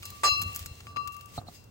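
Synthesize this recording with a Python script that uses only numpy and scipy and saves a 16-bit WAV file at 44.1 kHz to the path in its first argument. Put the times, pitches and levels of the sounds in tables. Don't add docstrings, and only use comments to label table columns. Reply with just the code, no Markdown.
import sys
import numpy as np
from scipy import signal
from scipy.fft import rfft, irfft, next_fast_len
from scipy.io import wavfile
from scipy.ndimage import map_coordinates

SR = 44100
rng = np.random.default_rng(int(sys.argv[2]) if len(sys.argv) > 2 else 0)


def int16_out(signal):
    q = np.round(np.clip(np.atleast_2d(signal).T, -1, 1) * 32767)
    wavfile.write(sys.argv[1], SR, q.astype(np.int16))


def nominal_scale(level):
    x = np.asarray(level, float) / 20
    return 10 ** x


N = 74970


def unit(x):
    return x / np.sqrt(np.mean(x ** 2) + 1e-20)


def along(points, hz):
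    point_hz, value = np.transpose(points)
    return np.interp(np.log(hz + 1), np.log(point_hz + 1), value)


def over_time(points):
    return np.interp(np.arange(N) / SR, *np.transpose(points))


def wobble(rate):
    knots = rng.standard_normal(int(N * rate / SR) + 4)
    return map_coordinates(knots, [np.arange(N) * rate / SR])


def filtered(x, response):
    size = next_fast_len(N + 8192)
    spectrum = rfft(x, size) * response(np.fft.rfftfreq(size, 1 / SR))
    return irfft(spectrum, size)[..., :N]


def rush(spectrum, alike):
    def mid_side(hz):
        turn = np.arccos(np.clip(along(alike, hz), -1, 1)) / 2
        return nominal_scale(along(spectrum, hz)) * [np.cos(turn), np.sin(turn)]

    mid, side = filtered(rng.standard_normal((2, N)), mid_side)
    return unit(np.array([mid + side, mid - side]))


def ring(start_s, hz, t60, rise_s, turns=0.):
    t = np.maximum(np.arange(N) / SR - start_s, 0)
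    wave = np.sin(2 * np.pi * (hz * t + turns))
    return wave * nominal_scale(-60 * t / abs(t60)) * (1 - np.exp(-t / abs(rise_s)))


def grains(start_s, level_db, hz):
    k = np.arange(96)
    cycles = hz[:, None] * k / SR
    decay = np.exp(-3 * cycles / 1.8)
    wave = nominal_scale(level_db)[:, None] * np.sin(2 * np.pi * cycles) * decay
    at = np.clip(np.round(start_s * SR).astype(int)[:, None] + k, 0, N)
    return np.bincount(at.ravel(), wave.ravel(), N + 1)[:N]


# pitch_hz [Hz], level_db [dB]
RUMBLE_COLOUR = [(12, -69), (25, -20), (95, 2.5), (180, -11), (300, -15), (450, -17.5), (750, -21.5),
                 (1100, -24.5), (1600, -28.5), (3000, -79)]
# time_s [s], level_db [dB]
RUMBLE_LEVEL = [(0.0, -53), (0.344, -50.5), (1.182, -55.5), (1.524, -51.5), (1.7, -55.5)]
# pitch_hz [Hz], likeness [0 to 1]
RUMBLE_LIKENESS = [(60, 0.96), (150, 0.87), (300, 0.17), (700, 0.074)]


def rumble():
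    level_db = over_time(RUMBLE_LEVEL) + 1.5 * wobble(11.46)
    return nominal_scale(level_db) * rush(RUMBLE_COLOUR, RUMBLE_LIKENESS)


# pitch_hz [Hz], level_db [dB]
HISS_COLOUR = [(760, -60.5), (1300, -26), (1800, 2.5), (3000, 2), (5000, 2.5), (8500, 1), (12000, -11),
               (16000, -5.5)]
# pitch_hz [Hz], likeness [0 to 1]
HISS_LIKENESS = [(1500, 0.11), (6000, 0.099), (14000, 0.19)]
# time_s [s], level_db [dB]
GRINDING = [(0, -61), (.12, -58), (.21, -59.5), (.34, -59.5), (.45, -58.5), (.62, -54), (.69, -63.5),
            (.80, -62), (.9, -69), (1.03, -68.5), (1.15, -66), (1.27, -68.5), (1.37, -56.5), (1.44, -72),
            (1.55, -60.5), (1.62, -72), (1.7, -75.5)]


def hiss():
    level_db = over_time(GRINDING) + 3 + 1.5 * wobble(40.22)
    return nominal_scale(level_db) * rush(HISS_COLOUR, HISS_LIKENESS)


def yard(x):
    t = np.arange(SR // 5) / SR
    tail = rng.standard_normal((2, len(t))) * nominal_scale(-60 * t / 0.027)
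    return signal.fftconvolve(x[None], tail / np.linalg.norm(tail[0]), axes=1)[:, :N]


# start_s [s], level_db [dB], pitch_hz [Hz], t60_s [s to fall 60 dB]
FLOOR_THUMPS = [(0.317, -29, 79, 0.068), (0.427, -22, 154, 0.019), (0.457, -25, 81, 0.093),
                (0.609, -28.5, 79, 0.1), (0.654, -32, 84, 0.093), (0.712, -28, 79, 0.052),
                (1.384, -18.5, 114, 0.03), (1.488, -35, 116, 0.012)]


def thumps():
    return sum(nominal_scale(db) * ring(s, hz, t60, 0.0074) for s, db, hz, t60 in FLOOR_THUMPS)


# start_s [s], level_db [dB]
WOOD_KNOCKS = [(1.378, -26.5), (1.3852, -32.5), (1.414, -42), (1.469, -47), (1.4843, -35.5)]
# pitch_hz [Hz], level_db [dB, added to the knock], t60_s [s to fall 60 dB]
WOOD_TONES = [(713, 0.5, 0.04), (787, -1.5, 0.025), (1202, -6.5, 0.025), (191, -2.5, 0.034)]
# middle_s [s], level_db [dB]
KNOCK_CHIRPS = [(1.384, -42.5), (1.484, -49.5)]


def wooden_knocks():
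    t = np.arange(N) / SR
    chirp_hz, width_hz, length_s = 4100, 320, 0.0088
    wood = np.zeros(N)
    for s, db in WOOD_KNOCKS:
        for hz, level_db, t60 in WOOD_TONES:
            wood += nominal_scale(db + level_db) * ring(s, hz, t60, 0.0018)
    noise = rng.standard_normal(N)
    chirp = unit(filtered(noise, lambda hz: np.exp(-((hz - chirp_hz) / width_hz) ** 2)))
    bursts = sum(nominal_scale(db) * np.exp(-((t - s) / length_s) ** 2) for s, db in KNOCK_CHIRPS)
    return wood + chirp * bursts


# [Hz, middle of the scatter]
KERNEL_CRACKS = [(.030, -42, -7, .004, 3820), (0.054, -37, 12, 0.0049, 8740),
                 (0.1027, -41.5, 8, 0.0016, 11400), (0.378, -43.5, 3, 0.001, 14200),
                 (0.395, -50, 21, 0.002, 10200), (0.413, -37.5, 7, 0.013, 7970),
                 (0.418, -28, 14, .004, 9400), (0.478, -49, 5, 0.0018, 10000),
                 (0.497, -62, -4, 0.0026, 11000), (0.529, -48, 7, .003, 10800),
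                 (0.5477, -38.5, 13.5, 0.0023, 12100), (0.5552, -39, -5, 0.002, 11300),
                 (0.5612, -32, 22, 0.003, 11000), (0.5732, -47, 22.5, 0.00068, 12200),
                 (0.5925, -38.5, 15.5, 0.0034, 10500), (0.66, -36, 17.5, 0.0031, 8100),
                 (0.804, -48, 11, 0.0043, 2450), (1.0742, -38.5, -9, 0.0038, 6500),
                 (1.122, -45.5, 13, 0.0079, 11100), (1.144, -52, 3, 0.0039, 5970),
                 (1.166, -47, 8, 0.0021, 6170), (1.209, -51, 3, 0.0022, 4660),
                 (1.2576, -48.5, 1, 0.0017, 9100), (1.640, -54, 7.5, 0.004, 8800)]


def cracks(count=70):
    start_s, swarm_db, snap_db, spread_s, middle_hz = (c[:, None] for c in np.transpose(KERNEL_CRACKS))
    late, pitch, size = rng.standard_normal((3, len(KERNEL_CRACKS), count))
    splinter = np.arange(count) > 3
    when = start_s + np.abs(late) * np.where(splinter, spread_s, 0.00015)
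    level_db = swarm_db + np.where(splinter, 6 * size - 2, snap_db - 6)
    level_db = level_db + 1.8 * pitch
    hz = np.clip(middle_hz * np.exp(0.6 * pitch), 900, 15000)
    return grains(when.ravel(), level_db.ravel(), hz.ravel())


def crumbs(count=900):
    when, tone, big = rng.random((count, 3)).T
    when_s = when * N / SR
    level_db = np.interp(when_s, *np.transpose(GRINDING)) + 3 - 4 * np.log(big)
    return grains(when_s, level_db, 3000 * 4.9 ** tone)


# start_s [s], level_db [dB]
SHARP_TICKS = [(0.8696, -28.5), (0.9612, -35.5), (0.9698, -19)]


def ticks():
    start_s, level_db = np.transpose(SHARP_TICKS)
    return grains(start_s, level_db, 2440 + 0 * start_s)


def crunch():
    nuts = cracks() + crumbs()
    return filtered(nuts, lambda hz: (1j * hz / (1330 + 1j * hz)) ** 2) + ticks()


# pitch_hz [Hz], level_db [dB]
CHATTER_COLOUR = [(150, -100), (280, -16), (600, -6.5), (1200, -11), (2000, -12), (3000, -16.5),
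                  (5000, -23), (9000, -20.5), (12000, -38.5), (16000, -38.5)]
# [s after the start, sign ignored; the tone has faded by then]
FADING_RING = (1175.5, -14.5, 0.22, -0.66)


def chatter():
    start_s, slow_s, fast_t60 = 0.2335, 0.059, 0.0096
    t = np.arange(N) / SR - start_s
    fall_db = -220 * np.clip(t, 0, slow_s) - 60 * np.maximum(t - slow_s, 0) / fast_t60
    shape = (t > 0) * nominal_scale(fall_db + 0.67 * wobble(160))
    noise = nominal_scale(-29.5) * shape * rush(CHATTER_COLOUR, [(1000, 0.28)])
    hz, db, t60, end_s = FADING_RING
    ending = 1 / (1 + np.abs(t / end_s) ** 8)
    return noise + nominal_scale([[db], [db - 3.5]]) * ring(start_s, hz, t60, 0.0052) * ending


# lower_hz [Hz], split_hz [Hz from lower to upper]
WALL_PAIRS = [(1162.5, 11.3), (2724.5, 12.2), (4095, 6.5), (4929, 15), (5614, 13), (6536, 9), (6748, 9),
              (7074, 8), (7865, 9), (8431, 12), (11760, 12), (12492, 9)]
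# [dB, left over right, before the extras]
WALL_RING = [(0.5, 0.79, 0.5, 8.5), (3.5, 0.83, -1, 9), (-8, 0.68, 8.5, 12.5), (2.5, 0.35, -12.5, 11),
             (-7, 0.45, -1.5, 8), (-1.5, 0.24, -12.5, 10.5), (-23.5, 0.17, 8.5, -8.5),
             (-8.5, 0.24, -22, 18.5), (-21.5, 0.16, -9, -14), (-8, 0.092, 9.5, 9), (-31.5, 0.27, 1, 2.5),
             (-23.5, 0.27, -26, 7)]
WALL_SIGNS = [(1, 1, -1), (-1, -1, -1), (-1, 1, 1), (-1, 1, 1), (-1, -1, -1), (-1, 1, 1)] + 6 * [(1, 1, 1)]
# lowest pair [dB], second pair [dB]
UPPER_LEAN = (-1.5, 7)
# [s, build-up of all but the lowest pair]
WALL_BLOWS = [(0.032, -53, 0.5, -2, 1, -0.5, -0.055, .01, .01, -6, -4, 0.0038),
              (0.122, -51, -19, -4, 16, 20, 0.7, .01, .01, -9, -26, .003),
              (0.234, -24.5, 1.66, 3.5, -8, 1.2, 0.095, 0.61, 0.0056, -1.8, -4, 0.027),
              (0.658, -57.5, 2.5, 9, 23, 24, 0.38, 0.0089, .01, 5, 18, 0.0012),
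              (0.8671, -48, -7, -7, 20, -1, -0.098, .01, 0.0086, -7.5, -10.5, 0.001),
              (0.9612, -30.5, -9.5, 0.5, 20, 1.5, -0.34, 0.59, 0.38, 1.5, 5.5, 0.00034),
              (1.543, -71.5, 7.5, -12, -18, -15.5, 1, .01, 0.0095, 8, 23, 0.0035)]
# start_s [s], second_db [dB lost by the second pair,
# a negative loss is a gain], higher_db [dB per octave lost by higher pairs]
NUT_PRESSES = [(0.418, 2, 4), (.556, 4, 6), (1.065, -4, 2)]


def press_loss(blow_s):
    t = np.arange(N) / SR
    loss_db = np.zeros((2, N))
    for press_s, second_db, higher_db in NUT_PRESSES:
        if press_s > blow_s:
            loss_db += np.outer([second_db, higher_db], np.clip((t - press_s) / 0.0033, 0, 1))
    return loss_db


def mortar():
    out = np.zeros((2, N))
    for s, db, tilt, *shape, left_low, left_high, build_s in WALL_BLOWS:
        second_db, higher_db = press_loss(s)
        for k, (pair, signs, tone) in enumerate(zip(WALL_PAIRS, WALL_SIGNS, WALL_RING)):
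            hz, split_hz = pair
            upper_sign, right_low, right_up = signs
            level_db, t60, upper_db, left_db = tone
            octaves = np.log2(hz / WALL_PAIRS[0][0])
            group = min(k, 2)
            lean_db, turns = shape[group], shape[3 + group]
            rise_s = build_s if k else 0.00053
            lower = nominal_scale(min(-lean_db, 0)) * ring(s, hz, t60, rise_s)
            upper = ring(s, hz + split_hz, t60, rise_s, turns)
            upper = nominal_scale(upper_db + min(lean_db, 0)) * upper_sign * upper
            right = right_low * lower + right_up * upper * nominal_scale(-(*UPPER_LEAN, 0)[group])
            right = right * nominal_scale(-left_db - (left_high if k else left_low))
            lost_db = (0, second_db, higher_db * octaves)[group]
            out += nominal_scale(db + level_db + tilt * octaves - lost_db) * np.array([lower + upper, right])
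    return out


def scene():
    low, wood, nuts = thumps(), wooden_knocks(), crunch()
    close = nuts * nominal_scale([[.8], [-.8]]) + low * nominal_scale([[.6], [-.6]]) + wood * nominal_scale([[.9], [-.9]])
    shift_s = np.array([[-0.000075], [0.000075]])
    close = filtered(close, lambda hz: np.exp(-2j * np.pi * hz * shift_s))
    return rumble() + hiss() + nominal_scale(-5) * yard(nuts + wood) + close + chatter() + mortar()


def band_limit(x):
    return signal.sosfilt(signal.butter(12, 17000, fs=SR, output="sos"), x)


# pitch_hz [Hz], gain_db [dB]
TREBLE_COLOUR = [(8800, 2.5), (9700, 2), (10400, -3), (11300, 10.5), (12800, 7.5), (13800, -11), (14600, 6),
                 (15800, 13.5), (16300, -41), (17000, -79)]


def record(dry):
    mix = filtered(dry, lambda hz: nominal_scale(along(TREBLE_COLOUR, hz)))
    return band_limit(mix)


dry = scene()
out = record(dry)
int16_out(out)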